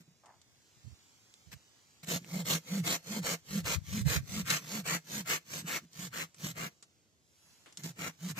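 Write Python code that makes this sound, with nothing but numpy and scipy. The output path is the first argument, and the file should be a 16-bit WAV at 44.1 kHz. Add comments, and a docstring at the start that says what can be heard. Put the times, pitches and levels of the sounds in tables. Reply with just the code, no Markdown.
"""Stony ground outdoors: close to a two-port microphone, a small hand saw cuts a thin branch.
Pulled and pushed about five strokes a second with pauses, its teeth tear grains of noise from the fibres.
The blade rings as resonant bands; gliding teeth make the branch drone at their passing rate.
Short noise bursts are ticks, scuffs and a hard catch of the teeth, soft hiss is cloth and open air,
and lumpy low noise is wind thumping on one port or the other."""
import sys
import numpy as np
from scipy import signal
from scipy.io import wavfile
from scipy.ndimage import uniform_filter1d

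SR = 44100
rng = np.random.default_rng(int(sys.argv[2]) if len(sys.argv) > 2 else 0)


def store_wav(level_fs):
    """Save 16-bit WAV to argv[1]."""
    pcm = np.round(np.clip(np.atleast_2d(level_fs), -1, 1) * 32767)
    wavfile.write(sys.argv[1], SR, pcm.T.astype(np.int16))


def decibels_to_gain(level_db):
    """Convert a level in decibels to a linear amplitude gain (20 dB per decade)."""
    exponent = np.asarray(level_db, float) / 20
    return 10 ** exponent


N = 369999

# Cutting strokes: start_s, length_s, high_rasp_db, wood_over_rasp_db, branch_shake_over_rasp_db
CUT_STROKES = [(2.056, 0.14, -38.5, -6, 2.5), (2.438, .16, -36, -10, -3.5), (2.825, .16, -34.5, -6.5, -6),
               (3.212, .16, -37.5, -6.5, -6.5), (3.63, 0.15, -36.5, -7.5, -5.5), (4.044, 0.16, -37, -7, -7),
               (4.44, 0.17, -37.5, -11.5, -5), (4.835, 0.16, -37.5, -7.5, -6.5),
               (5.246, 0.15, -38, -7.5, -14), (5.646, 0.16, -40.5, -6, -7.5),
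               (6.108, 0.16, -44, -4.5, -7.5), (6.54, 0.16, -46, -2.5, 2.5), (7.958, 0.16, -45.5, -2, 2),
               (8.348, .16, -40, -5, 2)]
# Return strokes gliding over the cut: end_s, length_s, high_rasp_db, fastest_teeth_hz, drone_db
GLIDE_STROKES = [(2.444, 0.19, -46, 193.6, -34.5), (2.828, .2, -45, 201, -30.5),
                 (3.217, .19, -42.5, 222.6, -33), (3.627, 0.18, -43.5, 203.2, -31.5),
                 (4.043, .21, -44, 214.4, -34), (4.442, .2, -43.5, 213, -34.5),
                 (4.829, 0.2, -42, 217.6, -39), (5.237, 0.19, -41.5, 214.6, -42.5),
                 (5.634, 0.18, -43, 185.7, -65), (6.097, .18, -46, 184.2, -42),
                 (6.536, .17, -44.5, 175.3, -44), (7.932, 0.14, -52, 171.2, -48),
                 (8.337, 0.16, -48.5, 185.7, -39.5)]
# Bending mode of the branch: centre_hz, width_hz
BENDING_MODE = (164.3, 22)
FASTEST_S = 0.068  # teeth pass fastest this long before the end of a return stroke


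def evened(x):
    """Scales so that the mean of the channels has rms 1."""
    return x / np.sqrt(np.mean(np.atleast_2d(x).mean(0) ** 2) + 1e-20)


def read(points, hz):
    """A spectrum read on a log-frequency axis."""
    f, value = np.transpose(points)
    return np.interp(np.log(hz + 1), np.log(f + 1), value)


def band(x, lo_hz, hi_hz):
    """Steep band-pass."""
    return signal.sosfilt(signal.butter(3, [lo_hz, hi_hz], "bandpass", fs=SR, output="sos"), x)


def curve(points, start=0., length=1.):
    """A curve laid over a span of time, one value a sample."""
    return np.interp((np.arange(N) / SR - start) / length, *np.transpose(points))


def swell(shape, start, length, db):
    """Gain of one stroke, fading to -150 dB just outside its shape."""
    before, after = (shape[0][0] - 0.05, -150), (shape[-1][0] + 0.05, -150)
    return decibels_to_gain(db + curve([before, *shape, after], start, length))


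def drifting(shape, bins, frames):
    """Smooth random field over frequency and time, standard deviation 1."""
    field = rng.standard_normal(shape[::-1]).T
    for _ in range(2):
        field = uniform_filter1d(field, size=bins, axis=0)
        field = uniform_filter1d(field, size=frames, axis=1)
    return field / field.std()


def at_ports(envelope, colour_db, patchy_db, turn_rad):
    """Spectra of coloured noise at two ports, partly alike, with a drifting phase gap between them."""
    # How alike the ports sound: frequency_hz, likeness (0 to 1)
    likeness = [(150, 0.37), (500, 1), (1000, 0.59), (4000, 1), (8000, 0.77), (15000, .4)]
    # Balance of the ports: frequency_hz, left_over_right_db
    port_balance = [(60, 5.5), (150, -0.5), (380, -1), (950, 4.5), (2380, 4), (5980, -6), (15000, 0.5)]
    noise = rng.standard_normal((2, N)) * envelope
    hz, t, (a, b) = signal.stft(noise, SR, nperseg=1024, noverlap=768)
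    same = np.clip(read(likeness, hz), 0, 1)[:, None]
    widening = np.minimum(hz / 1200, 1)[:, None] ** 2  # the lows stay nearly in phase
    gap_rad = turn_rad * widening * drifting(a.shape, bins=10, frames=30)
    z = np.array([a, same * a * np.exp(1j * gap_rad) + np.sqrt(1 - same ** 2) * b])
    lean_db = read(port_balance, hz)[:, None] / 2
    patches_db = patchy_db * drifting(a.shape, bins=5, frames=7)
    z *= decibels_to_gain(colour_db(hz[:, None], t) + patches_db + [lean_db, -lean_db])
    return hz, z


def sound(z):
    """Short-time spectra back to samples."""
    return signal.istft(z, nperseg=1024, noverlap=768)[1][:, :N]


def rasp(turns, high_gain, bite_gain, wood_gain):
    """Fibres tear in dense grains; a deep bite adds the middle band, a loose branch the woody band."""
    tears = decibels_to_gain(1.8 * np.minimum(rng.exponential(1, N), 4)) * (rng.random(N) < 3000 / SR)
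    grains = signal.lfilter([1], [1, -np.exp(-1 / (0.0014 * SR))], tears)  # each decays in 1.4 ms
    tooth_lift = 1 + 0.1 * np.cos(2 * np.pi * turns)  # each tooth lifts the rasp a little
    grains = (0.7 + grains / grains.mean()) * tooth_lift
    hz, z = at_ports(grains, rasp_colour, patchy_db=1.4, turn_rad=2.2)
    part = np.digitize(hz, [1000, 3000])[:, None]
    wood, bite, high = (evened(sound(z * (part == k))) for k in range(3))
    # the hardest bites bind and screech
    jam_gain = np.clip((20 * np.log10(high_gain) + 37.6) / 6, 0, 1.2)
    jam = jam_gain * band(high + bite, 2630, 4970)
    return high_gain * (high + jam) + bite_gain * bite + wood_gain * wood


def rasp_colour(hz, t):
    """Smooth rasp, rings that fade as the cut deepens, and a blade ring that slides with the free length."""
    # Smooth spectrum of tearing fibres: frequency_hz, relative_level_db (per Hz)
    fibre_spectrum = [(150, -16.5), (270, -3.5), (350, -5), (800, -7.5), (1710, -4.5), (4150, -7.5),
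                      (5010, -9), (6500, -6.5), (8000, -9.5), (9000, -18), (13500, -10), (15300, -17),
                      (15900, -55.5)]
    # Rings of blade and wood above the rasp, before they vary and fade: centre_hz, width_hz, height_db
    ring_table = [(517, 140, 8), (688, 30, 5), (1290, 180, 2), (2150, 170, 7.5), (2510, 110, 4),
                  (3100, 50, 4), (4270, 440, 4.5)]
    # Ring of the free blade end: mid_stroke_hz, glide_hz_per_s, width_hz, height_db
    blade_end = (7130, 13300, 1800, 3.75)

    def bump(centre_hz, width_hz, db):
        return db / (1 + (2 * (hz - centre_hz) / width_hz) ** 2)

    middles = [(s + d / 2, 1) for s, d, *_ in CUT_STROKES]
    middles += [(s - FASTEST_S, -1) for s, *_ in GLIDE_STROKES]
    middle, way = np.transpose(middles)
    stroke = abs(t[:, None] - middle).argmin(axis=1)
    travel_s = way[stroke] * np.clip(t - middle[stroke], -0.08, 0.08)
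    # each stroke bends the blade a little differently
    draws = rng.uniform(-0.39, 1, (len(middle), 2, len(ring_table)))
    strong, shift = draws[stroke].transpose(1, 2, 0)
    rings = sum(bump(f * (1 + 0.015 * b), width, db * (1 + 0.25 * a))
                for (f, width, db), a, b in zip(ring_table, strong, shift))
    rings = rings * np.clip(1.5 - t / 6, 0, 1)  # whole until 3 s, then fading
    centre_hz, glide, width_hz, blade_db = blade_end
    return read(fibre_spectrum, hz) + rings + bump(centre_hz - glide * travel_s, width_hz, blade_db)


def cut_shape(db):
    """The swell of a stroke of this strength; light ones run flatter."""
    # Swell and decay: share_of_length, hard_stroke_db, light_stroke_db (both relative to stroke level)
    cut_swell = [(-.05, -44, -44), (0, -35.5, -24.5), (.1, -15, -20), (.2, -7, -5.5), (.35, -1.5, -2.5),
                 (.6, -1, -0.5), (.78, -3, -1), (.9, -13, -12.5), (1, -28, -27.5), (1.251, -42.5, -32)]
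    hard_level_db, light_level_db = -34, -49
    light = np.clip((db - hard_level_db) / (light_level_db - hard_level_db), 0, 1)
    return [(share, hard_db + light * (light_db - hard_db)) for share, hard_db, light_db in cut_swell]


def strokes():
    """Power-sums all strokes into gains of the high, middle and woody rasp and of the branch shaking."""
    # Short scrapes and low branch thumps between and beside the strokes:
    # start_s, length_s, high_rasp_db, branch_shake_over_rasp_db
    scrape_table = [(-.03, 0.064, -67.5, 10), (0.069, 0.023, -81.5, 20.5), (0.103, 0.018, -83, 20),
                    (1.51, 0.038, -52.5, -3), (2.026, 0.026, -52, 3.5), (2.183, 0.15, -65.5, 15.5),
                    (4.577, 0.12, -55.5, 1), (5.61, 0.0516, -64, 19), (5.793, 0.074, -71, 19),
                    (6.426, 0.055, -46, 5.5), (7.77, 0.049, -57.5, 3.5), (7.824, 0.055, -48, 7.5),
                    (8.281, 0.047, -45.5, 5)]
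    # Teeth catching hard in mid cut: time_s, extra_db
    bind_table = [(2.503, 5), (4.503, 5.5), (5.301, 4)]
    # Swell of a return stroke: share_of_length, level_under_peak_db
    glide_swell = [(-.15, -50), (0, -25), (.25, -10), (.5, -2), (.75, -1.5), (.87, -5), (1, -27),
                   (1.05, -43)]
    # How freely the branch chatters on a return: time_s, wood_over_rasp_db
    chatter = [(2.3, -3.5), (3.2, -6.5), (4, -14), (4.8, -7), (5.6, -10.5), (6.5, -10.5), (8.3, -6.5)]
    bind_rise_s, bind_fall_s = 0.0032, 0.031

    # each row: shape, start_s, length_s, high_db, then bite, wood and shake in dB over the high rasp
    rows = []
    for start, length, db, wood_db, shake_db in CUT_STROKES:
        bite_db = min(-10.5 + 2 * start, 2.5)  # grows as the cut deepens
        rows.append((cut_shape(db), start, length, db, bite_db, wood_db, shake_db))
    for end, length, db, _, _ in GLIDE_STROKES:
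        wood_db = np.interp(end, *np.transpose(chatter))
        rows.append((glide_swell, end - length, length, db, -6, wood_db, -2))
    for start, length, db, shake_db in scrape_table:
        rows.append((cut_shape(db), start, length, db, -3.5, -10, shake_db))
    power = sum((swell(*row[:4]) * decibels_to_gain([0, *row[4:]])[:, None]) ** 2 for row in rows)

    t = np.arange(N) / SR
    bind_db = sum(db * np.exp(-((t - s) / np.where(t < s, bind_rise_s, bind_fall_s)) ** 2)
                  for s, db in bind_table)
    uneven_db = 0.63 * evened(band(rng.standard_normal(N), 11, 79))  # the hand presses unevenly
    return np.sqrt(power) * decibels_to_gain(bind_db + uneven_db)


def drone():
    """Gliding teeth push the branch evenly at their passing rate, which arches with the speed of the arm."""
    # Swell of the drone: offset_from_turn (in units of 0.92 s), level_under_peak_db
    drone_swell = [(-.17, -36), (-.13, -14.5), (-.105, -2.5), (-.06, -4), (-.03, -3), (-.005, -12),
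                   (.03, -19), (.05, -44)]
    # Brief dips in the drone: middle_s, length_s, dip_db
    dip_table = [(2.385, 0.014, -14), (2.42, 0.024, -4), (2.739, .015, -5), (2.777, .02, -1),
                 (3.14, 0.046, -14), (3.516, 0.048, -13), (3.61, 0.019, -10), (4.001, 0.035, -2.5),
                 (4.354, .04, -8.5), (4.426, 0.03, -10), (4.703, .04, -11), (5.126, 0.063, -8),
                 (6.02, 0.029, -15), (6.473, 0.037, -10), (7.88, 0.032, -12), (8.296, 0.013, -12)]
    slowing_hz_per_s2, slowest_hz = 12000, 117  # before the wander below

    t = np.arange(N) / SR
    end, _, _, top_hz, _ = np.transpose(GLIDE_STROKES)
    fastest = end - FASTEST_S
    stroke = np.searchsorted((fastest[1:] + fastest[:-1]) / 2, t)
    teeth_hz = top_hz[stroke] - slowing_hz_per_s2 * (t - fastest[stroke]) ** 2
    teeth_hz = np.maximum(teeth_hz, slowest_hz)
    wander = 1 + 0.03 * evened(band(rng.standard_normal(N), 11.4, 42.0))
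    turns = np.cumsum(teeth_hz * wander) / SR  # teeth passed so far

    push = np.sqrt(2) * (np.cos(2 * np.pi * turns) + 0.065 * np.cos(2 * 2 * np.pi * turns))
    push *= sum(swell(drone_swell, s, 0.92, db) for s, _, _, _, db in GLIDE_STROKES)
    dips_db = sum(db * np.exp(-(2 * (t - s) / d) ** 2) for s, d, db in dip_table)
    flutter_db = 2 * evened(band(rng.standard_normal(N), 10, 47))
    push *= decibels_to_gain(dips_db + flutter_db)
    # the drone swells where the teeth meet the bending mode
    hz, width_hz = BENDING_MODE
    return turns, push + signal.lfilter(*signal.iirpeak(hz, hz / width_hz, SR), push)


def shake(gain):
    """Biting teeth shake the branch at random; its bending mode rings on after the stroke."""
    hz, width_hz = BENDING_MODE
    ring = signal.iirpeak(hz, hz / width_hz, SR)
    jolts = band(rng.standard_normal(N), 87, 388)
    jolts = jolts * gain / signal.lfilter(*ring, jolts).std()
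    return signal.lfilter(*ring, jolts) + 0.029 * jolts


def ticks():
    """Sudden noise bursts die away exponentially, bright with a duller low part."""
    # Ticks, short scuffs and a hard catch of the teeth:
    # start_s, peak_db, low_part_db (relative, before a common 3.5 dB lift), t60_s
    tick_table = [(0.2576, -47, -7, 0.062), (0.415, -43, -15, 0.027), (1.3397, -29, -14, 0.0062),
                  (2.2453, -26.5, 1.5, 0.0047), (4.5016, -12.5, -26, 0.03), (5.9305, -38, -25, 0.025),
                  (6.344, -39.5, -8, 0.037), (6.8252, -37.5, -11, 0.064), (7.659, -52, 5, 0.24),
                  (7.7245, -41.5, -15, 0.036), (7.772, -22.5, -17.5, 0.026), (7.835, -27.5, -24, 0.023),
                  (7.8407, -34, -19, 0.04)]
    t = np.arange(4000) / SR
    bright, dull = np.zeros((2, N + len(t)))
    for start, peak_db, low_db, t60 in tick_table:
        at = round(start * SR)
        # noise peaks stand about 12.5 dB over its rms; the burst rises in 0.79 ms
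        fall = decibels_to_gain(peak_db - 12.5 - 60 * t / t60) * np.minimum(t / 0.00079, 1)
        bright[at:at + len(t)] += fall
        dull[at:at + len(t)] += fall * decibels_to_gain(low_db + 3.5)
    hiss = rng.standard_normal((2, N)) + 0.5 * rng.standard_normal(N)  # partly shared by the ports
    return bright[:N] * evened(band(hiss, 3400, 8000)) + dull[:N] * evened(band(hiss, 220, 4500))


def creak():
    """The branch shifts on the ground: quick uneven slips ring a short wooden note."""
    # Swell of the creak: after_start_s, relative_level_db
    creak_swell = [(0, -26), (.006, -2.5), (.07, 2), (.15, -12)]
    start_s, level_db = 0.23, -62.5
    sounding = abs(np.arange(N) / SR - start_s - 0.08) < 0.08
    gain = decibels_to_gain(level_db + curve(creak_swell, start_s)) * sounding
    slips = rng.standard_normal(N) * (rng.random(N) < 1500 / SR)
    return gain * evened(signal.lfilter(*signal.iirpeak(850, 2.5, SR), band(slips, 290, 2100)))


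def wall(x):
    """A short scatter of echoes from the stones nearby: sparse random taps under a 42 ms decay."""
    t = np.arange(5000) / SR
    taps = rng.standard_normal((2, len(t))) * (rng.random((2, len(t))) < 0.05)
    taps = taps * decibels_to_gain(-60 * t / 0.042) * (t > 0.003)
    return signal.oaconvolve(x, taps / np.linalg.norm(taps, axis=1, keepdims=True), axes=1)[:, :N]


def swish():
    """A thin swish of cloth as the arm reaches back: high airy noise, unrelated at the two ports."""
    # Swell of the swish: time_s, level_db
    swish_level = [(7.15, -96), (7.3, -86.5), (7.45, -76.5), (7.75, -85), (7.8, -97)]
    return decibels_to_gain(curve(swish_level)) * evened(band(rng.standard_normal((N, 2)).T, 9300, 11800))


def rustle():
    """A soft hiss that swells when the cloth moves; the low air follows only a little."""
    # Cloth and open air: time_s, level_db
    rustle_level = [(0, -72.5), (.3, -72.5), (.9, -66.5), (2, -67.5), (6.75, -72), (7.2, -76.5),
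                    (7.5, -65.5), (7.76, -69.5)]
    # Spectrum of the hiss: frequency_hz, relative_level_db (per Hz)
    air_spectrum = [(40, -28), (80, 5), (270, -3), (560, -9.5), (1400, -11.5), (7500, -7.5), (9000, -21.5),
                    (10800, -20.5), (15200, -22), (15900, -46.5)]
    hz, z = at_ports(1, lambda hz, t: read(air_spectrum, hz), patchy_db=-0.2, turn_rad=2.05)
    low = sound(z * (hz < 700)[:, None])
    full = sound(z)
    db = curve(rustle_level)
    low_db = 0.24 * (db + 81) - 72.0
    return (decibels_to_gain(db) * (full - low) + decibels_to_gain(low_db) * low) / full.mean(0).std()


def wind():
    """Lumpy low pressure, unrelated at the two ports; each puff is a bell-shaped swell."""
    # Puffs of wind: middle_s, length_s (between points 6.3 dB down), level_db, left_over_right_db
    gust_table = [(0.543, 0.9, -80, 13), (0.87, 0.035, -44.5, -34), (0.895, 0.063, -52, -30),
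                  (1.482, 0.036, -51, -30), (1.536, 0.054, -56, -12), (3.63, 0.17, -50.5, -11),
                  (3.85, 0.38, -45, 16), (4.052, 0.1, -32, -22), (4.174, 0.052, -31, -14),
                  (4.319, 0.23, -46.5, 22)]
    t, power = np.arange(N) / SR, 0
    for middle, length, db, left_db in gust_table:
        left_share = 1 / (1 + decibels_to_gain(-left_db) ** 2)
        shares = np.array([[left_share], [1 - left_share]])
        bell = decibels_to_gain(db - 6.3 * (2 * (t - middle) / length) ** 2)
        power = power + 2 * shares * bell ** 2
    lumps = decibels_to_gain(5 * evened(band(rng.standard_normal((N, 2)).T, 3.7, 20.9)) / np.sqrt(2))
    return np.sqrt(power) * evened(band(rng.standard_normal((N, 2)).T, 65, 146.5) * lumps)


def scene():
    """Saw, branch and small sounds with their echoes, then air and wind."""
    turns, hum = drone()
    *rasp_gains, shake_gain = strokes()
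    near = rasp(turns, *rasp_gains) + ticks() + creak()
    branch = (hum + shake(shake_gain)) * decibels_to_gain([[-0.7], [0.7]])  # leans to the right port
    air = rustle() + swish() + wind()
    # the port cuts deep bass
    air = signal.sosfilt(signal.butter(3, 62, "highpass", fs=SR, output="sos"), air)
    return near + decibels_to_gain(-10.0) * wall(near) + branch + air


def low_pass(x):
    """Removes everything above the highest recorded frequency."""
    return signal.sosfilt(signal.butter(12, 16450, fs=SR, output="sos"), x)


def record(dry):
    """Takes the two port signals as the finished mix."""
    return low_pass(dry)


dry = scene()
out = record(dry)
store_wav(out)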